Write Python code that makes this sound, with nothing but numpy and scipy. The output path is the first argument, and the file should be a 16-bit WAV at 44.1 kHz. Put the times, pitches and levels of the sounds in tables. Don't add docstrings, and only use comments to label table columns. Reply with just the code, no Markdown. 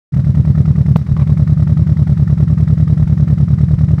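import sys
import numpy as np
from scipy import signal
from scipy.fft import rfft, irfft
from scipy.io import wavfile
from scipy.ndimage import uniform_filter1d

SR = 44100
rng = np.random.default_rng(int(sys.argv[2]) if len(sys.argv) > 2 else 0)


def unload_audio(sound):
    columns = np.transpose(np.atleast_2d(sound))
    steps = np.round(np.clip(columns, -1, 1) * 32767)
    wavfile.write(sys.argv[1], SR, steps.astype(np.int16))


N = 176400
TIME = np.arange(N) / SR


def from_db(db):
    return 10 ** (np.asarray(db) / 20)


def unit_rms(x):
    return x / np.sqrt(np.mean(x ** 2) + 1e-20)


def noise(spectrum):
    hz, db = np.transpose(spectrum)
    bin_hz = np.maximum(np.arange(N // 2 + 1) * SR / N, 1)
    gain = from_db(np.interp(np.log(bin_hz), np.log(hz), db))
    low_cut = np.minimum(bin_hz / hz[0], 1) ** 2
    return unit_rms(irfft(rfft(rng.standard_normal(N)) * gain * low_cut, N))


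def flutter(depth_db):
    eddies = unit_rms(uniform_filter1d(rng.standard_normal(N), size=50))
    return unit_rms(from_db(depth_db * eddies))


def resonator(x, hz, t60):
    r, w = from_db(-60 / (t60 * SR)), 2 * np.pi * hz / SR
    return signal.lfilter([0, np.sin(w)], [1, -2 * r * np.cos(w), r * r], x + 1e-18)


def impulses(times, db):
    samples = np.clip(np.asarray(times) * SR, 0, N).astype(int)
    return np.bincount(samples, from_db(db), N + 1)[:N]


def delayed(x, delay_s):
    return np.interp(TIME - delay_s, TIME, x, left=0)


def envelope(x, attack_s, decay_s):
    t = TIME[:SR // 5]
    shape = (1 - np.exp(-(t / attack_s) ** 2)) * np.exp(-t / decay_s)
    return signal.fftconvolve(x, shape / shape.max())[:N]


def wave_packet(x, hz, width_s):
    t = np.arange(-(SR // 20), SR // 20 + 1) / SR
    return signal.fftconvolve(x, np.sin(2 * np.pi * hz * t) / np.cosh(t / width_s), "same")


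# (time [s], speed [rpm])
CRANK_SPEED = [(0.1, 1144.8), (0.5, 1179.0), (1.0, 1162.2), (1.35, 1181.4), (1.8, 1227.3), (2.05, 1172.1),
               (2.3, 1179.2), (2.5, 1200.8), (2.9, 1210.6), (3.15, 1192.3), (3.4, 1170.0), (3.7, 1183.6),
               (3.9, 1220.2)]
def crank_cycles():
    rpm = np.interp(TIME, *np.transpose(CRANK_SPEED))
    cycles = np.cumsum(rpm) / (120 * SR)
    return cycles - np.interp(.1407, TIME, cycles)


# (frequency [Hz], relative level [dB])
DRONE_SPECTRUM = [(20, 8.5), (45, 17.5), (150, 35.5), (300, 17.5), (600, -12), (1000, -5), (2000, -6),
                  (2800, -16.5), (5500, -16), (6600, -21.5), (10000, -26.5), (15000, -38)]
def engine_drone():
    return from_db(-27) * noise(DRONE_SPECTRUM)


# (frequency [Hz], level [dB], reverberation time T60 [s])
METAL_MODES = [(3856, -60.5, .06), (4590, -73, .02), (5450, -64, .012), (8070, -80, .12), (8633, -81, .12),
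               (9412, -81, .15)]
def metal_ringing(cycles):
    modes = sum(from_db(db) * unit_rms(resonator(rng.standard_normal(N), hz, t60))
                for hz, db, t60 in METAL_MODES)
    phase = 2 * np.pi * (cycles - 280 / 720)
    return modes * from_db(5 * (np.cos(phase) - 1))


# (time [s], level [dB])
LEVEL_DUCK = [(.14, -1.5), (.4, 1.5), (.92, 0.5), (.975, -7), (1.03, -6.5), (1.08, -4.5), (1.122, 0),
              (1.16, -1), (1.21, 0.5), (3.9, 0.5)]
# (crank angle [deg], thump [dB], thump frequency [Hz], thump width [s],
# knock [dB], puff [dB], rasp [dB], hiss [dB])
CYLINDERS = [(11.4, -1.71, 145.06, 0.0057, -6.5, -5.5, 0.5, -1), (198.8, -15, 82.9, 0.007, 2, 2.5, -5, -2),
             (381.76, 1.03, 135.4, 0.0043, -4.5, 0, -4, -1.5),
             (586.94, -4, 134.5, 0.0058, -23, -18.5, -21.5, -19.5)]
def firings(cycles, jitter_s=.00012, gas_spread_db=2.8):
    cylinders = []
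    for angle, thump_db, hz, width_s, knock_db, puff_db, rasp_db, hiss_db in CYLINDERS:
        phases = np.arange(int(cycles[-1]) + 1) + angle / 720
        times = np.interp(phases[phases < cycles[-1]], cycles, TIME)
        times += jitter_s * rng.standard_normal(len(times))
        duck_db = np.interp(times, *np.transpose(LEVEL_DUCK))
        puff_scatter, jet_scatter = gas_spread_db * rng.uniform(-1, 1, (2, len(times)))
        cylinders.append(dict(
            times=times, hz=hz, width_s=width_s,
            thump=thump_db + duck_db,
            knock=knock_db + duck_db,
            puff=puff_db + duck_db + puff_scatter,
            rasp=rasp_db + duck_db / 2 + jet_scatter,
            hiss=hiss_db + (duck_db + jet_scatter) / 2))
    return cylinders


def excitation(cylinders, sound, lead_s):
    return sum(impulses(c["times"] - lead_s, c[sound]) for c in cylinders)


# (delay [s], signed amplitude [ratio])
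REFLECTIONS = [(.00633, -.65), (.01396, .26), (.02892, -.72)]
def exhaust_thumps(cylinders):
    direct = sum(wave_packet(impulses(c["times"], c["thump"]), c["hz"], c["width_s"]) for c in cylinders)
    return direct + sum(share * delayed(direct, delay_s) for delay_s, share in REFLECTIONS)


# (frequency [Hz], relative level [dB])
PUFF_SPECTRUM = [(220, 15.5), (330, 2), (450, 4.5), (630, 1), (850, -10), (1100, -7.5), (2500, -36.5)]
def gas_puffs(cylinders):
    pulses = excitation(cylinders, "puff", lead_s=.0047)
    pulses += from_db(-6) * delayed(pulses, .0135)
    return from_db(-34) * envelope(pulses, attack_s=.003, decay_s=.0082) * noise(PUFF_SPECTRUM)


# (frequency [Hz], relative level [dB])
RASP_SPECTRUM = [(500, -4.5), (850, 2.5), (1050, -6.5), (1250, 5.5), (1600, -8.5), (1900, 0), (2300, -11),
                 (2800, -23), (5000, -27.5), (15000, -50.5)]
def gas_rasp(cylinders):
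    flow = envelope(excitation(cylinders, "rasp", lead_s=.0047), attack_s=.0039, decay_s=.006)
    return from_db(-37.5) * flow * noise(RASP_SPECTRUM) * flutter(depth_db=.42)


# (frequency [Hz], relative level [dB], reverberation time T60 [s])
PIPE_MODES = [(186.4, -33, 0.39), (223.6, -21.5, .13), (316, -38, 0.27), (368.5, -35, .1),
              (578.3, -37, 0.11), (625, -40.5, 0.1), (1130, -49.5, 0.069)]
def pipe_knocks(cylinders, lead_s=.004087, spread_db=1):
    knocks = np.zeros(N)
    for c in cylinders:
        for hz, mode_db, t60 in PIPE_MODES:
            db = c["knock"] + mode_db + spread_db * rng.uniform(-1, 1, len(c["times"]))
            knocks += resonator(-impulses(c["times"] - lead_s, db), hz, t60)
    return knocks


# (frequency [Hz], relative level [dB])
HISS_SPECTRUM = [(1500, -4.5), (2800, 2.5), (3400, 2.5), (4400, -0.5), (5500, 1.5), (6500, -6.5),
                 (8000, -7), (11000, -14), (15000, -28)]
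def gas_hiss(cylinders):
    flow = envelope(excitation(cylinders, "hiss", lead_s=.001), attack_s=.0045, decay_s=.0084)
    return from_db(-50.5) * flow * noise(HISS_SPECTRUM) * flutter(depth_db=2.5)


def lope(cycles, angle_deg=614, width_deg=50, dip_db=-10.5):
    away_deg = ((cycles - angle_deg / 720 + .5) % 1 - .5) * 720
    return from_db(dip_db * np.exp(-(away_deg / width_deg) ** 2))


# (frequency [Hz], relative level [dB])
FLAME_SPECTRUM = [(200, -6), (330, -3), (450, -3), (620, 3), (780, 0), (900, -14), (1500, -18), (2300, -18),
                  (4000, -34), (15000, -60)]
CRACK_SPECTRUM = [(900, 14), (2200, 3), (4500, 6), (7000, 2), (11000, -5.5), (15000, 1.5)]
def backfire(at_s=.9612, width_s=.0023):
    boom = wave_packet(-impulses([at_s], db=[4]), hz=153, width_s=width_s)
    flame = envelope(impulses([at_s - width_s], db=[-7.5]), attack_s=.00033, decay_s=.0029)
    crack = envelope(impulses([at_s + .001], db=[-39]), attack_s=.0016, decay_s=.0098)
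    return boom + flame * noise(FLAME_SPECTRUM) + crack * noise(CRACK_SPECTRUM)


# (time [s], level [dB])
THUDS = [(1.129, -15.5), (1.529, -27), (3.036, -15), (3.742, -15)]
def overload_thuds():
    return wave_packet(impulses(*np.transpose(THUDS)), hz=53.4, width_s=.011)


# (time [s], level [dB])
SPUTTERS = [(1.166, -28), (1.196, -28.5), (1.211, -34), (1.218, -29.5), (1.271, -34.5), (1.297, -35)]
# (frequency [Hz], relative level [dB])
SPUTTER_SPECTRUM = [(300, 10), (650, 2.5), (1100, 9.5), (1500, -9), (2100, -3.5), (2800, -14.5),
                    (5500, -26), (15000, -43)]
def gas_sputters():
    flow = envelope(impulses(*np.transpose(SPUTTERS)), attack_s=.00033, decay_s=.0088)
    return flow * noise(SPUTTER_SPECTRUM)


def scene():
    cycles = crank_cycles()
    cylinders = firings(cycles)
    engine = engine_drone() + metal_ringing(cycles)
    rumble = (exhaust_thumps(cylinders) + pipe_knocks(cylinders)) * lope(cycles)
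    gas = gas_puffs(cylinders) + gas_rasp(cylinders) + gas_hiss(cylinders)
    return (engine + rumble + gas + backfire() + overload_thuds() + gas_sputters())[None]


def record(dry, start_s=.12, overload=1.08, stopband_hz=16000):
    x = dry * np.clip((TIME - start_s) / .004, 0, 1)
    x = x / (1 + (x / overload) ** 8) ** (1 / 8)
    return signal.sosfilt(signal.cheby2(16, 70, stopband_hz, fs=SR, output="sos"), x)


dry = scene()
out = record(dry)
unload_audio(out)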